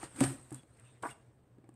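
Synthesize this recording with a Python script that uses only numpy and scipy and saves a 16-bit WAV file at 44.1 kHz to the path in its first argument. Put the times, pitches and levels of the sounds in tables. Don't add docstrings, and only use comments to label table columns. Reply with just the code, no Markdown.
import sys
import numpy as np
from scipy import signal
from scipy.fft import rfft, irfft
from scipy.io import wavfile
from scipy.ndimage import uniform_filter1d

SR = 44100
rng = np.random.default_rng(int(sys.argv[2]) if len(sys.argv) > 2 else 0)


def log_audio(samples):
    frames = np.atleast_2d(samples).T
    limited = np.clip(frames, -1, 1)
    pcm = np.round(limited * 32767).astype(np.int16)
    wavfile.write(sys.argv[1], SR, pcm)


def ratio_of_db(decibels):
    return 10 ** (np.asarray(decibels, float) / 20)


N = 77175


def evened(x):
    return x / np.sqrt(np.mean(x ** 2) + 1e-20)


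def read(points, hz):
    f, value = np.transpose(points)
    return np.interp(np.log(hz + 1), np.log(f + 1), value)


def colour(x, points):
    gain_db = read(points, np.fft.rfftfreq(len(x), 1 / SR))
    return irfft(rfft(x) * ratio_of_db(gain_db), len(x))


def add(mix, s, sound):
    part = mix[round(s * SR):][:len(sound)]
    part += sound[:len(part)]


def resonate(x, hz, width):
    turn = np.exp(2j * np.pi * hz * np.arange(len(x)) / SR)
    r = np.exp(-np.pi * width / SR)
    return 2 * (turn * signal.lfilter([1 - r], [1, -r], x / turn)).real


def resonate_twice(x, hz, width):
    return resonate(resonate(x, hz, width), hz, width)


def dulled(x, dull_db):
    # frequency in Hz, gain of the radiated spectrum in dB.
    paper_spectrum = [(150, 13.5), (500, 10), (1500, 8.5), (3000, 1.5), (5500, -2), (8500, 2.5),
                      (12000, -2), (15500, -16)]
    dull_hz = 6374
    x = colour(x, paper_spectrum)
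    low = signal.filtfilt(*signal.butter(2, dull_hz, fs=SR), x)
    return x + (ratio_of_db(dull_db) - 1) * low


def patchy(x):
    patch_db = 2.2
    z = signal.stft(x, nperseg=256)[2]
    lumps = uniform_filter1d(rng.standard_normal(z.shape), size=3, axis=0)
    lumps = evened(uniform_filter1d(lumps, size=10, axis=1))
    return signal.istft(z * ratio_of_db(patch_db * lumps), nperseg=256)[1][:N]


def burst(length, noise):
    t = np.arange(len(noise)) / SR
    attack = np.minimum(t / 0.0004, 1)
    return noise * attack * np.exp(-(t / length) ** 1.6)


def rub():
    # time in seconds, rub level in dB, dullness in dB.
    stroke = [(0, -68.5, 10), (0.043, -61, 11.5), (0.088, -73.5, 8), (0.138, -71.5, 7), (0.201, -55.5, 6.5),
              (0.208, -47.5, 8.5), (.326, -55.5, -1), (0.383, -72.5, 6.5), (.49, -73.5, 3.5),
              (.56, -67, 3.5), (.655, -89, 10), (.76, -84, 10.5), (.86, -83.5, 13.5), (1.019, -88.5, 9.5),
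              (1.025, -65.5, 3), (1.113, -61.5, 2.5), (1.143, -81, 7), (1.3, -104, 24), (1.42, -112, 27)]
    grains_per_s, grain_db, grain_share = 2200, -1.5, 0.3146
    s, level_db, dull_db = np.transpose(stroke)
    t = np.arange(N) / SR
    slip_now = rng.random(N) < grains_per_s / SR
    slips = slip_now * ratio_of_db(grain_db * np.minimum(rng.exponential(1, N), 5))
    catch = evened(uniform_filter1d(slips, size=50))
    drive = rng.standard_normal(N) * (1 - grain_share + grain_share * catch)
    sheet = dulled(evened(patchy(drive)), np.interp(t, s, dull_db))
    return ratio_of_db(np.interp(t, s, level_db)) * sheet


def snaps():
    # start in seconds, level in dB, length in seconds, dullness in dB.
    cracks = [(0.0305, -53.5, 0.0022, -1.5), (0.038, -51.5, 0.0041, -10), (0.16, -56, .012, 1.5),
              (.2054, -30, .0028, -2), (0.2365, -44, 0.009, 8), (.211, -42, .002, -5),
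              (.2315, -50, .003, 12), (0.5065, -55, 0.0035, -3), (0.5252, -49, 0.0025, -6),
              (.5325, -57, .002, -12), (.5435, -52, .002, -8), (.5454, -41, 0.0013, -14),
              (.2375, -43, .008, 11), (0.56, -64, .003, 5), (.553, -58, 0.0038, -8),
              (0.034, -62, 0.0045, -9), (1.068, -61, 0.0028, 2), (1.0251, -56.5, 0.011, 3.5),
              (.633, -66, 0.0013, 7), (0.7738, -60, 0.001, -15), (0.7975, -59, 0.002, -6),
              (0.8512, -66, .002, -18), (1.6908, -65, 0.0021, 3), (1.6425, -90, 0.002, 22),
              (1.7405, -71, 0.003, -6), (1.584, -92, .002, 22)]
    top_hz = 12400
    out = np.zeros(N)
    noise = rng.standard_normal((len(cracks), 2048))
    for (s, db, length, dull_db), v in zip(cracks, noise):
        add(out, s, ratio_of_db(db) * burst(length, dulled(v, dull_db)))
    return signal.lfilter(*signal.butter(1, top_hz, fs=SR), out)


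def knocks():
    # start in seconds, level in dB, blow length in seconds.
    blows = [(0.03052, -43.5, 0.00023), (0.03296, -43, 0.00024), (0.0362, -49, 0.00028),
             (0.2357, -41.5, 0.00034), (.2415, -34, 0.00025), (0.2104, -23, 0.0004), (1.6428, -57, .0003),
             (1.584, -58, .0003), (0.521, -45.5, 0.00104), (0.5187, -42, 0.000335), (0.635, -54, 0.00053),
             (0.924, -74.5, 0.00236), (1.5845, -49, 0.0011), (1.592, -52.5, 0.0024),
             (1.6404, -50.5, 0.00123), (1.694, -63.5, 0.00115), (1.6908, -46, 0.000626)]
    # frequency in Hz, level in dB, 60 dB decay time in seconds.
    modes = [(318.9, 1, 0.0275), (497.8, -7, 0.01453), (779.9, -4, 0.0201), (1107.6, -10, 0.0242),
             (1678.7, -14, 0.044), (2206, -18, 0.02169)]
    out = np.zeros(N)
    t = np.arange(SR // 4) / SR
    ring = sum(ratio_of_db(db - 60 * t / t60) * np.sin(2 * np.pi * hz * t) for hz, db, t60 in modes)
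    for s, db, length in blows:
        blow = np.exp(-0.5 * ((t[:600] - 2 * length) / (length / 4)) ** 2)
        add(out, s - 2 * length, ratio_of_db(db) * signal.oaconvolve(ring, blow / blow.sum()))
    return signal.lfilter(*signal.butter(2, 150, "high", fs=SR), out)


def flap():
    # start in seconds, level in dB, length in seconds.
    puffs = [
        (1.0319, -40.5, 0.00614),
        (1.0356, -31.5, 0.00548),
        (1.041, -41.5, 0.00837),
        (1.0455, -38, 0.0051),
        (1.0519, -30, 0.00493),
        (1.058, -33, 0.00605),
        (1.0692, -39.5, 0.01),
        (1.062, -40, 0.0069),
        (1.079, -52, 0.0147),
    ]
    # frequency in Hz, width in Hz, level in dB.
    pocket = [(406.2, 224, -7.5), (1002.3, 192, 1.5), (1176, 185, -7.5), (1422, 262, -7), (1980, 980, -31),
              (830.5, 128, -11.5)]
    puff_db, pop_db, widening = 12.5, 17.5, 1.636
    drive = np.zeros(N)
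    noise = rng.standard_normal((len(puffs), 4096))
    for (s, db, length), v in zip(puffs, noise):
        add(drive, s, ratio_of_db(db + puff_db) * burst(length, v))
        add(drive, s, ratio_of_db(db + pop_db) * np.hanning(16))
    out = np.zeros(N)
    for k, (hz, width, db) in enumerate(pocket):
        sign = (-1) ** k
        out += sign * ratio_of_db(db) * resonate_twice(drive, hz, widening * width)
    return out


def edges():
    # start in seconds, length in seconds, level in dB,
    # pitch in Hz, width in Hz.
    tuned_noises = [(.363, 0.022, -72, 2750, 200), (.555, 0.075, -73, 3350, 200), (.548, .04, -78, 12200, 600),
                    (.1, .04, -80, 5300, 500), (.524, .012, -62, 10000, 900), (.51, .05, -62, 650, 500),
                    (.3, .08, -62, 550, 300), (.04, .04, -72, 4500, 2000), (0.782, 0.032, -72.5, 2270, 1300),
                    (.83, 0.092, -72.5, 2680, 580), (0.83, 0.15, -80.5, 3600, 350),
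                    (0.76, 0.23, -88.5, 8450, 570), (.848, 0.022, -83, 8300, 350), (1.55, .18, -78, 530, 480),
                    (1.57, 0.18, -89, 2000, 1500), (.93, 0.071, -74.5, 1900, 740),
                    (1.066, .014, -68, 5360, 230), (1.09, 0.045, -62.5, 2780, 280),
                    (1.022, .025, -66, 2950, 400), (1.085, .03, -72, 5400, 230), (.232, .016, -52, 4700, 500),
                    (.235, .03, -50, 1620, 200), (1.09, 0.043, -67.5, 3430, 280),
                    (1.08, 0.029, -57.5, 2070, 500)]
    out = np.zeros(N)
    noise = rng.standard_normal((len(tuned_noises), 8192))
    for (s, length, db, hz, width), v in zip(tuned_noises, noise):
        swell = np.sin(np.pi * np.minimum(np.arange(8192) / SR / length, 1))
        add(out, s, ratio_of_db(db) * swell * evened(resonate_twice(v, hz, width)))
    return out


def shudders():
    # start in seconds, level in dB, free time in seconds, pitch in Hz, level slope in dB/s.
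    panel_tones = [(.0301, -39.5, 0.00354, 802, -200), (.55, -56, 0.042, 255, -150),
                   (0.186, -49.5, 0.0204, 339, -3.5), (0.1665, -56.5, 0.02, 110, 2),
                   (.207, -55.5, 0.032, 58, -100), (0.355, -66.5, 0.039, 48, -58.5),
                   (0.032, -51.5, 0.003, 294, -200), (0.3026, -43.5, 0.0255, 344, -100),
                   (.211, -29.5, 0.0048, 550, -200), (.035, -48, 0.021, 131, -150),
                   (0.1482, -58, 0.0327, 262, 199), (0.1846, -41, 0.0077, 283.5, 0.5),
                   (.2104, -19.5, 0.016, 273, -61), (.0303, -43, .003, 1250, -200),
                   (.0312, -46, .003, 1900, -200), (0.2133, -30, 0.0536, 128, -100),
                   (0.2243, -30.5, 0.0173, 343.7, -300), (0.2358, -35.5, 0.1204, 272, -110),
                   (0.2735, -35.5, 0.0454, 129.1, -100), (0.4004, -58.5, 0.0541, 126.5, 0),
                   (0.5162, -43, 0.078, 128.7, -150), (0.5177, -49, 0.026, 310.7, -100),
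                   (0.523, -47, 0.0205, 276.2, -100), (0.79, -60, 0.0477, 115.3, -2),
                   (1.022, -53, 0.01, 122.2, 1.5), (1.046, -48, 0.015, 275.7, -100),
                   (1.085, -54, 0.0207, 122.7, -150)]
    rise_turns, damp_turns = 0.372, 1.432
    out = np.zeros(N)
    t = np.arange(SR // 4) / SR
    for s, db, free, hz, slope in panel_tones:
        rise = np.sin(np.pi / 2 * np.minimum(t * hz / rise_turns, 1)) ** 2
        damping = np.exp(-(np.maximum(t - free, 0) * hz / damp_turns) ** 2)
        level = ratio_of_db(db + slope * np.minimum(t, free))
        add(out, s, level * rise * damping * np.sin(2 * np.pi * hz * t))
    return out


def room(x):
    # frequency in Hz, 60 dB decay time in seconds.
    decay_times = [(150, 0.649), (1000, 0.31), (4000, 0.392), (12000, 0.199)]
    taps = np.zeros(SR // 2)
    at = np.arange(200, SR // 2 - 20, 20)
    taps[at + rng.integers(0, 20, len(at))] = rng.choice([-1., 1.], len(at))
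    hz, t, z = signal.stft(taps, SR, nperseg=256)
    decay = ratio_of_db(-60 * t / read(decay_times, hz)[:, None])
    tail = signal.istft(z * decay, SR, nperseg=256)[1]
    return signal.fftconvolve(x, tail / np.linalg.norm(tail))[:N]


def air():
    # frequency in Hz, gain of the room noise in dB.
    air_spectrum = [(30, -4.5), (70, 4), (200, 0), (500, -5), (1200, -17.5), (3000, -31), (6000, -56.5),
                    (15000, -57.5)]
    air_db, hum_db = -68, -67.5
    hum = resonate_twice(rng.standard_normal(N), 122.05, 13.05)
    noise = colour(rng.standard_normal(N), air_spectrum)
    return ratio_of_db(air_db) * evened(noise) + ratio_of_db(hum_db) * evened(hum)


def scene():
    room_db = -14
    book = rub() + snaps() + knocks() + flap() + edges()
    return (book + ratio_of_db(room_db) * room(book) + shudders() + air())[None]


def low_pass(x):
    return signal.sosfilt(signal.butter(12, 15770, fs=SR, output="sos"), x)


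def record(dry):
    hiss_db, circuit_db = -101, -90.5
    port_hz, port_width, port_db = 8502, 462, 12.5
    skirt_width, skirt_db = 2353, 5
    x = dry[0] + ratio_of_db(hiss_db) * rng.standard_normal(N)
    x = signal.lfilter(*signal.butter(2, 45, "high", fs=SR), x)
    port = ratio_of_db(port_db) * resonate_twice(x, port_hz, 1.963 * port_width)
    skirt = ratio_of_db(skirt_db) * resonate_twice(x, port_hz, skirt_width)
    x = x + port + skirt + ratio_of_db(circuit_db) * rng.standard_normal(N)
    band_limit = signal.firwin(511, 15750, window=("kaiser", 9), fs=SR)
    x = signal.oaconvolve(x, band_limit, "same")
    return low_pass(x[None])


dry = scene()
out = record(dry)
log_audio(out)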